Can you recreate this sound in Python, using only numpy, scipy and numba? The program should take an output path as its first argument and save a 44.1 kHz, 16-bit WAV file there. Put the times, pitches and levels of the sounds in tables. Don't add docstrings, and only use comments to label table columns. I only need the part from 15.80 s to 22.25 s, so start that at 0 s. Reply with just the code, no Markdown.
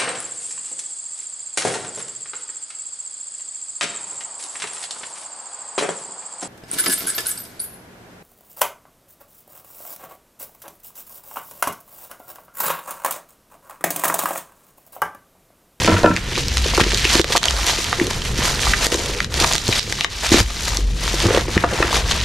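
import sys
import numpy as np
from scipy import signal
from scipy.fft import rfft, irfft, next_fast_len
from scipy.io import wavfile
from scipy.ndimage import uniform_filter1d
from numba import njit

SR = 44100
rng = np.random.default_rng(int(sys.argv[2]) if len(sys.argv) > 2 else 0)


def dump_mix(stems):
    frames = np.atleast_2d(stems).T
    limited = np.clip(frames, -1, 1)
    pcm = np.round(limited * 32767).astype(np.int16)
    wavfile.write(sys.argv[1], SR, pcm)


N = 284356

# time_s, lower_drone_db, upper_drone_db, broad_noise_db
RUMBLE_LEVELS = [(0, -38, -35, -24), (.21, -43, -48, -28), (.42, -32, -46, -34), (.6, -38, -38, -26.5),
                 (.82, -27.5, -22.5, -32), (1.1, -30, -37, -29), (1.45, -35, -30, -33),
                 (1.6, -40, -33.5, -32), (1.75, -28, -28, -37), (2.15, -40, -53, -31),
                 (2.5, -32, -38, -27.5), (2.75, -31, -43, -27.5), (2.89, -24, -33, -28.5),
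                 (3.1, -35, -34, -33.5), (3.4, -28.5, -37, -33), (3.64, -42, -25.5, -27),
                 (3.81, -35, -54, -30.5), (4.2, -40, -59, -33), (4.54, -29, -26.5, -46),
                 (4.8, -35, -41, -33.5), (4.96, -24, -31, -34), (5.15, -24, -34, -33.5),
                 (5.5, -27, -42, -29), (5.8, -40, -26.5, -27.5), (6.07, -28.5, -36, -30),
                 (6.4, -32, -23, -28)]
# pitch_hz, relative_level_db
RUMBLE_COLOUR = [(20, -7), (33, 2), (45, -5), (70, -2), (110, -1), (200, -7), (300, -13.5), (500, -11.5),
                 (750, -39), (1500, -34), (3300, -64)]
# pitch_hz, width_hz
DRONES = [(48, 2.3), (65, 3.6)]

# start_s, peak_db (before BENCH_DB), spot_hz (where it rings most), free_ring_share (of the ring time)
BENCH_BLOWS = [(.047, -11, 310, 0.5), (.0765, 2, 1030, 0.33), (.083, 1, 400, 0.79), (.098, -4, 500, 0.44),
               (.118, -5, 790, 0.49), (.126, -6, 114, 0.63), (.142, -8.5, 400, 1), (.1655, -6, 1500, 0.21),
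               (.185, -13, 450, .7), (.2345, -3, 597, 0.27), (.243, 9.5, 510, 0.7),
               (.2615, 2.5, 1350, 0.32), (.275, -2, 700, 0.82), (.288, -15, 250, 0.84),
               (.30, -4, 201, 0.91), (.312, -8, 1300, 0.43), (.336, -15, 300, 0.99),
               (.9775, -4.5, 880, 0.15), (.995, -17, 130, 0.35), (2.215, -15.5, 179, 0.31),
               (3.885, -9, 110, 0.15), (4.518, -5.5, 130, 0.19), (4.607, -5, 90, 0.15),
               (5.452, -7.5, 107, .4), (5.764, -10, 110, 0.71), (5.8375, -3.5, 1500, 0.57),
               (6.0245, -2, 2010, 0.21)]
# pitch_hz, relative_level_db, t60_s (time to fade by 60 dB if free)
BENCH_TONES = [(99, 1.5, 0.44), (140, -6.5, 0.14), (180.6, 3, 0.38), (250, 3.5, 0.12), (321.7, 3, 0.18),
               (400, 2.5, 0.095), (474, 2, 0.12), (610, 11.5, 0.045), (744, -0.5, 0.09), (949, 1.5, 0.18),
               (1030, 3.5, 0.083), (1350, 2.5, 0.28), (1487, 5, 0.11), (1760, 5, 0.073), (2140, -17, .06),
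               (2560, 3, 0.097)]
BENCH_DB = -1.0

# start_s, peak_db, spot_hz (where it rings most)
CASE_KNOCKS = [(.5754, -14, 413), (.8586, -13, 410), (.936, -11.5, 666), (.978, -6.5, 405),
               (.998, -3.5, 880), (1.0128, -3, 210), (1.0645, -11, 400), (1.2519, -12, 362),
               (1.3544, -5, 320), (1.3958, -2.5, 340), (1.4435, -11.5, 513), (1.5036, -11.5, 533),
               (1.5516, -2.5, 680), (1.5748, -8.5, 650), (1.6579, -13, 685), (1.8728, -13.5, 850),
               (2.1286, -13, 725), (2.2123, -7, 302), (2.5891, -12.5, 226), (2.649, -17, 596),
               (2.8693, -8, 960), (3.0667, -3.5, 470), (3.1227, -8.5, 490), (3.1459, -9, 448),
               (3.6135, -11.5, 480), (3.6448, 2, 830), (3.7524, -7, 755), (3.8896, -4.5, 420),
               (4.2106, -4, 825), (4.2465, -3, 950), (4.5174, -3, 303), (4.5437, 0.5, 332),
               (4.5733, -11.5, 253), (4.9876, -18.5, 302), (5.3401, -14, 332), (5.4432, -13.5, 310),
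               (5.5064, -5.5, 525), (5.5459, -7, 480), (5.573, -2.5, 480), (5.6827, -14, 360),
               (5.7684, -1, 230), (5.8402, 10, 670), (5.9267, -11, 510), (5.9417, -16, 490),
               (6.0035, -5, 370), (6.0273, -8, 1030), (6.0456, -14, 410), (6.1282, -8, 860),
               (6.3087, -13.5, 990)]
# pitch_hz, relative_level_db, t60_s (time to fade by 60 dB if free)
CASE_TONES = [(186, 1.5, 0.11), (285, -5.5, 0.09), (304, 0.5, 0.1), (360, 5, 0.086), (430, -2, 0.096),
              (480, 0, 0.097), (535, -0.5, 0.1), (700, -4, 0.13), (880, 10.5, 0.028), (1150, 9.5, 0.066),
              (1800, -21, .04), (2230, 7, 0.031)]
GRIP = 0.32
TAPS_PER_S, TAP_DB, TAP_SCATTER_DB, TAP_HZ = 6, 7, 1.5, 650
# start_s, length_s (up to the fade-out), level_db (before the fades), first_spot_hz, last_spot_hz
CASE_DRAGS = [(0.971, 0.065, -29, 400, 375), (1.341, .065, -31, 345, 362), (2.18, 0.1, -27, 357, 450),
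              (3.063, 0.31, -32, 430, 450), (4.506, 0.099, -22.5, 360, 400), (5.43, .18, -23, 360, 650),
              (5.86, 0.23, -36, 430, 330)]
DRAG_ATTACK_S, DRAG_RELEASE_S = 0.01, 0.027

# time_s, rustle_db
HANDLING = [(0, -21), (.12, -24.5), (.25, -30.5), (.47, -31.5), (.59, -22.5), (.64, -29), (.7, -26.5),
            (.97, -23), (1.08, -24), (1.24, -22), (1.35, -14), (1.41, -21.5), (1.43, -38), (1.47, -29.5),
            (1.52, -25), (1.58, -27.5), (1.6, -50), (1.63, -27), (1.85, -26.5), (1.89, -18.5), (1.94, -25),
            (2.26, -31), (2.36, -30.5), (2.43, -34.5), (2.48, -30), (2.56, -33), (2.66, -20.5), (2.76, -27),
            (2.89, -22.5), (2.94, -28.5), (3.05, -21.5), (3.11, -28.5), (3.13, -25.5), (3.18, -28.5),
            (3.3, -28), (3.34, -31), (3.44, -32.5), (3.48, -45), (3.53, -30.5), (3.61, -22), (3.75, -23.5),
            (3.81, -29.5), (3.9, -23.5), (4, -19), (4.06, -32), (4.13, -25.5), (4.17, -31), (4.24, -23),
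            (4.27, -48), (4.31, -32.5), (4.4, -29.5), (4.44, -26), (4.6, -19.5), (4.65, -35), (4.85, -26.5),
            (4.97, -29), (5.03, -39), (5.14, -39), (5.24, -26.5), (5.58, -24.5), (5.67, -38.5),
            (5.73, -28.5), (5.8, -30), (5.87, -32.5), (5.96, -28), (6.07, -28), (6.16, -21.5),
            (6.25, -30.5), (6.3, -24), (6.45, -28)]
# time_s, left_minus_right_db, patch_hz (where it rings),
# large_folds_db and small_creases_db (both against the rustle)
PATCH = [(0, -1, 2970, -8, -0.5), (.25, 0.5, 2110, 0.5, -0.5), (.4, -1.5, 2000, -8, -3),
         (.6, 0, 3570, -10.5, -4), (1.25, -.5, 3270, -11, -2.5), (1.55, -1, 3650, 2, 1.5),
         (2, -.5, 3630, -6, 2), (2.3, -0.5, 2970, -1.5, 0.5), (2.8, -1.2, 3830, -4, 1.5),
         (3.2, 0, 3770, -1.5, 4), (3.45, -0.5, 2800, -7.5, -2), (3.65, -.8, 3800, 0.5, 6),
         (4, 0, 3930, -10.5, -2.5), (4.5, 0, 3530, -7, 0.5), (5.1, 2.5, 3540, -6, 2),
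         (5.4, .5, 3420, -3, 1.5), (5.55, -1, 2500, 0.5, 0.5), (5.72, 1.5, 3020, -0.5, 2),
         (5.86, 0.5, 1900, 4.5, 2), (6.05, .5, 2210, 2.5, -0.5), (6.18, 1.2, 3730, -4, -2.5),
         (6.45, 1, 3200, -5.5, -4)]
# start_s, peak_db, centre_hz
LOUD_SNAPS = [(.0466, -1, 2770), (.057, -4, 2500), (.0768, -1, 1550), (.1415, -8, 2140), (.1664, -19, 1460),
              (.26, 2, 1350), (.3645, -0.5, 2260), (.372, -5.5, 1840), (.5845, -3.5, 4070),
              (.6833, -2, 5230), (.771, 0, 3260), (.7809, -0.5, 3530), (.949, -3.5, 5190), (.969, -3, 3650),
              (.9784, -10, 1150), (1.004, 0.5, 1600), (1.0113, 4, 4020), (1.0375, -6, 1900),
              (1.1195, 1, 2970), (1.1457, 2, 3800), (1.1746, 0.5, 4450), (1.2517, 5, 2680),
              (1.3039, -1, 4140), (1.3312, -1, 3720), (1.3525, 4.5, 3300), (1.3764, 0, 4060),
              (1.3954, 2.5, 2330), (1.4152, 11.5, 4130), (1.444, 4, 3360), (1.523, -2, 4150),
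              (1.5628, 3, 4740), (1.5783, 15, 3830), (1.6143, -17, 3920), (1.631, 5, 3600),
              (1.6399, 2, 3460), (1.6552, 2.5, 4070), (1.6836, 4, 3150), (1.6984, -1, 4150),
              (1.7086, 4.5, 4600), (1.7664, -3, 5040), (1.8673, 3, 5670), (1.8768, 0, 4220),
              (1.8853, -8, 3540), (1.913, -7, 4520), (2.0439, -0.5, 6020), (2.129, -2, 1700),
              (2.199, -4, 1970), (2.269, -1.5, 4970), (2.654, -2.5, 2700), (2.7419, -8, 3710),
              (2.794, -6, 2410), (2.818, -2.5, 4540), (2.935, -1.5, 1820), (3.0584, 2, 4470),
              (3.0678, 16, 4430), (3.1205, 2, 2820), (3.1434, 1, 3430), (3.4037, -0.5, 1900),
              (3.4453, -5, 3040), (3.5418, -1, 5400), (3.6007, -4, 4370), (3.6234, -3, 3150),
              (3.6451, 11, 2530), (3.7196, -1, 4060), (3.7259, 7, 5700), (3.735, 5, 4160),
              (3.7538, 9, 5830), (3.762, 4, 5700), (3.7816, 9, 4340), (3.88, 5.5, 5670), (3.926, -2, 2470),
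              (3.9846, 1.5, 4100), (3.9951, 16, 5450), (4.0296, -4, 3840), (4.0988, -6, 4380),
              (4.125, 5, 2480), (4.2092, 15, 3180), (4.2458, 7, 2430), (4.4655, -4, 2450),
              (4.5184, -6, 2890), (4.5426, -5, 2030), (4.5981, 4.5, 3870), (4.6027, 1.5, 3660),
              (4.9708, 0, 5800), (5.238, -3.5, 6430), (5.2785, -2.5, 2800), (5.4027, -.5, 3600),
              (5.682, -13.5, 1740), (5.7777, 6, 2000), (5.8445, 3.5, 1430), (6.0271, 0.5, 1840),
              (6.1703, -9, 4320), (6.3134, -0.5, 3500), (6.4026, -5.5, 3660)]
# start_s, end_s, level_db
RIPS = [(0.995, 1.022, -18.5), (1.33, 1.358, -24), (1.522, 1.539, -20), (1.561, 1.573, -16.5),
        (2.304, 2.313, -23.5), (2.449, 2.461, -25), (2.576, 2.601, -26), (3.113, 3.141, -24),
        (3.6, 3.61, -20.5), (3.88, 3.893, -20.5), (4.433, 4.472, -25), (4.518, 4.544, -13.5),
        (4.544, 4.592, -19.5), (4.602, 4.605, -10.5), (4.879, 4.884, -19.5), (6.133, 6.184, -24.5),
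        (6.309, 6.324, -20)]
CRACKLES_PER_S = 2600
SNAP_CYCLES = 18.2
SNAP_WIDTH, SNAP_WIDTH_PER_KHZ = 0.18, 0.21
SMALL_SNAPS_PER_S, SMALL_SNAP_DB, SMALL_SNAP_SCATTER_DB, SMALL_SNAP_HZ = 40, 13.5, 4, 3800
RIP_FOLDS_DB = -1

ROOM_T60_S, ROOM_DB = 0.15, -13.5
# pitch_hz, gain_db
PORTS = [(300, -0.5), (900, -0.5), (3000, 2.5), (4000, 2), (5200, -5.5), (6200, -1.5), (7200, 6), (8500, 3),
         (10500, -2), (11800, -1), (12600, 6.5), (14000, -3)]
# pitch_hz, gain_db
MIC = [(60, 2.5), (600, 0), (800, 0), (1400, -0.5), (1850, 1), (2500, -1.5), (4000, -0.5), (6500, -1.5),
       (8000, -6.5), (10000, -9), (12500, -11), (14000, -20.5), (15500, -38)]
LIMITER_CEILING, LIMITER_RECOVERY_S = 1.15, 0.06
TOP_HZ = 15580

OPPOSITE = np.array([[1], [-1]])


def undb(db):
    return 10 ** (np.asarray(db) / 20)


def level(x, db):
    return x * undb(db) / np.sqrt(np.mean(x ** 2))


def curve(table):
    s, *columns = np.transpose(table)
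    return [np.interp(np.arange(N) / SR, s, column) for column in columns]


def colour(x, points):
    hz, db = np.transpose(points)
    size = next_fast_len(N)
    bin_hz = np.maximum(np.arange(size // 2 + 1) * SR / size, 1)
    gain = undb(np.interp(np.log(bin_hz), np.log(hz), db))
    return irfft(rfft(x, size) * gain, size)[..., :N]


def scattered(per_s, above_db, scatter_db, centre_hz, octaves):
    count = int(per_s * N / SR)
    at = rng.integers(0, N, count)
    size, pitch = rng.standard_normal((2, count))
    peak_db = curve(HANDLING)[0][at] + above_db + scatter_db * size
    return np.transpose([at / SR, peak_db, centre_hz * 2 ** (octaves * pitch)])


def rumble():
    *drone_levels_db, broad_db = curve(RUMBLE_LEVELS)
    mid, side = colour(rng.standard_normal((2, N)), RUMBLE_COLOUR)
    out = undb(broad_db) * (level(mid, 0) + level(side, -20) * OPPOSITE)
    for (hz, width_hz), db in zip(DRONES, drone_levels_db):
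        edges_hz = [hz - width_hz / 2, hz + width_hz / 2]
        band = signal.butter(1, edges_hz, "bandpass", fs=SR, output="sos")
        drone = level(signal.sosfilt(band, rng.standard_normal(N)), 0) * undb(db)
        out = out + drone * (1 + 0.042 * OPPOSITE)
    return out


def room(dry):
    t = np.arange(int(ROOM_T60_S * SR)) / SR
    fade = 1000. ** (-t / ROOM_T60_S) * (t > .002)
    mid, side = rng.standard_normal((2, len(t))) * fade
    side = signal.sosfilt(signal.butter(1, 900, "highpass", fs=SR, output="sos"), side)
    tail = signal.lfilter([1], [1, -.4], mid + side * OPPOSITE)
    tail = tail / np.sqrt(np.sum(tail ** 2, axis=1))[:, None]
    return dry + undb(ROOM_DB) * signal.fftconvolve(dry, tail, axes=1)[:, :N]


def struck(blows, tones, reach_octaves, push_s):
    out, t = np.zeros(N + SR), np.arange(SR // 3) / SR
    hz, db, t60 = (column[:, None] for column in np.transpose(tones))
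    chance = rng.standard_normal((len(blows), 2, len(tones), 1))
    for (s, peak_db, spot_hz, free), (tune, sign) in zip(blows, chance):
        nearness = 1 / (1 + (np.log2(hz / spot_hz) / reach_octaves) ** 2)
        waves = np.sin(2 * np.pi * hz * (1 + 0.018 * tune) * t)
        fade = 1000. ** (-t / (t60 * max(free, .05)))
        ring = (undb(db) * np.sign(sign) * nearness * waves * fade).sum(0)
        ring *= 1 - np.exp(-t / push_s)
        first = int(s * SR)
        out[first:first + len(t)] += undb(peak_db) * ring / np.abs(ring).max()
    return out[:N]


def bench_blows():
    bench = undb(BENCH_DB) * struck(BENCH_BLOWS, BENCH_TONES, reach_octaves=1.0, push_s=0.00022)
    return np.array([undb(-0.5) * np.roll(bench, shift=1), undb(-0.2) * bench])


def case_knocks():
    taps = scattered(TAPS_PER_S, TAP_DB, TAP_SCATTER_DB, TAP_HZ, octaves=0.72)
    bumps = [(*row, GRIP) for row in np.vstack([CASE_KNOCKS, taps])]
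    return struck(bumps, CASE_TONES, reach_octaves=0.51, push_s=0.00044)


def case_drags(reach_octaves, slips_per_s):
    out, t = np.zeros(N), np.arange(N) / SR
    for start, length, db, first_hz, last_hz in CASE_DRAGS:
        fade_in = (t - start) / DRAG_ATTACK_S
        fade_out = (start + length - t) / DRAG_RELEASE_S + 1
        touch = np.clip(np.minimum(fade_in, fade_out), 0, 1)
        span = touch > 0
        spot_hz = np.linspace(first_hz, last_hz, span.sum())
        slips = rng.random(SR // 2) < slips_per_s / SR
        jerks = (rng.standard_normal(SR // 2) * slips)[:span.sum()]
        ring = 0
        for hz, tone_db, t60 in CASE_TONES:
            pole = np.exp(2j * np.pi * hz / SR - np.log(1000) / (t60 * SR))
            near = undb(tone_db) / (1 + (np.log2(hz / spot_hz) / reach_octaves) ** 2)
            ring = ring + signal.lfilter([1], [1, -pole], near * jerks).imag
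        out[span] += level(ring, db) * touch[span]
    return out


@njit
def crackle(start, peak, hz, t60, left, lag, noise, damping, click):
    out, grain = np.zeros((2, len(noise) + 16384)), np.zeros(16000)
    for e in range(len(start)):
        g = np.tan(np.pi * hz[e] / SR)
        band, low, strength, top = 0., 0., 1., 1e-9
        fade = 1000. ** (-1 / (t60[e] * SR))
        size = int(t60[e] * SR + 3 * SR / hz[e])
        for i in range(size):
            push = noise[(i + 977 * e) % len(noise)]
            if i == 0:
                push += click * np.sign(push)
            v = (band + g * (strength * push - low)) / (1 + g * (g + damping[e]))
            band = 2 * v - band
            low += 2 * g * v
            strength *= fade
            grain[i] = v
            top = max(top, abs(v))
        for i in range(size):
            sound = grain[i] * peak[e] / top
            out[0, start[e] + i + max(lag[e], 0)] += sound * left[e]
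            out[1, start[e] + i + max(-lag[e], 0)] += sound / left[e]
    return out[:, :len(noise)]


def burst(s, db, hz, t60, width, pan_db, click):
    lag = np.clip(np.round(-pan_db / 8.7), -1, 1).astype(np.int64)
    start = (s * SR).astype(np.int64)
    hz, t60, width = np.clip(hz, 200, 15000), np.clip(t60, .0005, .2), np.clip(width, .05, 2)
    return crackle(start, undb(db), hz, t60, undb(pan_db / 2), lag, rng.standard_normal(N), width, click)


def rustle(centre_hz, octaves, scatter_db, t60, spread_db, clump_db, width):
    count = int(CRACKLES_PER_S * N / SR)
    moment, size = rng.random((2, count))
    pitch, side = rng.standard_normal((2, count))
    clumps = np.repeat(rng.standard_normal(N // 256 + 1), 256)
    at = (moment * N).astype(int)
    db = np.minimum(-scatter_db * np.log(1 - size) + clump_db * clumps[at], 14)
    hz = (centre_hz + np.zeros(N))[at] * 2 ** (octaves * pitch)
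    t60, width = np.full(count, t60), np.full(count, width)
    return level(burst(at / SR, db, hz, t60, width, spread_db * side, click=3.2), 0)


def film_snaps(pan_db):
    small = scattered(SMALL_SNAPS_PER_S, SMALL_SNAP_DB, SMALL_SNAP_SCATTER_DB, SMALL_SNAP_HZ, octaves=0.34)
    s, peak_db, hz = np.vstack([LOUD_SNAPS, small]).T
    side, ring, wide = rng.standard_normal((3, len(s)))
    sides_db = pan_db[(s * SR).astype(int)] + 2.7 * side
    t60 = SNAP_CYCLES / hz * undb(4.0 * ring)
    width = (SNAP_WIDTH + SNAP_WIDTH_PER_KHZ * hz / 1000) * undb(4.0 * wide)
    return burst(s, peak_db, hz, t60, width, sides_db, click=2.3)


def film():
    (rustle_db,), (pan_db, patch_hz, folds_db, creases_db) = curve(HANDLING), curve(PATCH)
    middle = rustle(patch_hz, octaves=0.42, scatter_db=0.5, t60=0.0096,
                    spread_db=1.5, clump_db=2.5, width=0.5)
    folds = rustle(1095, octaves=0.54, scatter_db=2.0, t60=0.0072,
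                   spread_db=3.5, clump_db=3.0, width=0.77)
    creases = rustle(7400, octaves=0.46, scatter_db=3.5, t60=0.019,
                     spread_db=4, clump_db=2.35, width=0.8)
    t = np.arange(N) / SR
    rips = sum(undb(db) * (t > start) * (t < end) for start, end, db in RIPS)
    rips = uniform_filter1d(rips, size=64)
    effort = np.hypot(undb(rustle_db), rips)
    folds_effort = np.hypot(undb(rustle_db + folds_db), undb(RIP_FOLDS_DB) * rips)
    bed = (middle + undb(creases_db) * creases) * effort + folds * folds_effort
    return bed * undb(np.array([pan_db, -pan_db]) / 2) + film_snaps(pan_db)


def scene():
    case = case_knocks() + case_drags(reach_octaves=0.15, slips_per_s=2500)
    return rumble() + room(bench_blows() + case + film())


@njit
def limiter(x, ahead, top, release):
    gain, g = np.empty(len(x)), 1.
    for i in range(len(x)):
        coming = x[min(i + ahead, len(x) - 1)] + 1e-9
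        g = min(g + (1 - g) * release, top / coming)
        gain[i] = g
    return gain


def record(dry):
    mid = (dry[0] + dry[1]) / 2
    side = colour((dry[0] - dry[1]) / 2, PORTS)
    x = colour(np.array([mid + side, mid - side]), MIC)
    gain = limiter(np.abs(x).max(0), 24, LIMITER_CEILING, 1 / (LIMITER_RECOVERY_S * SR))
    x = np.clip(x * uniform_filter1d(gain, size=16), -1, 1)
    return signal.sosfilt(signal.ellip(8, .2, 70, TOP_HZ, fs=SR, output="sos"), x)


dry = scene()
out = record(dry)
dump_mix(out)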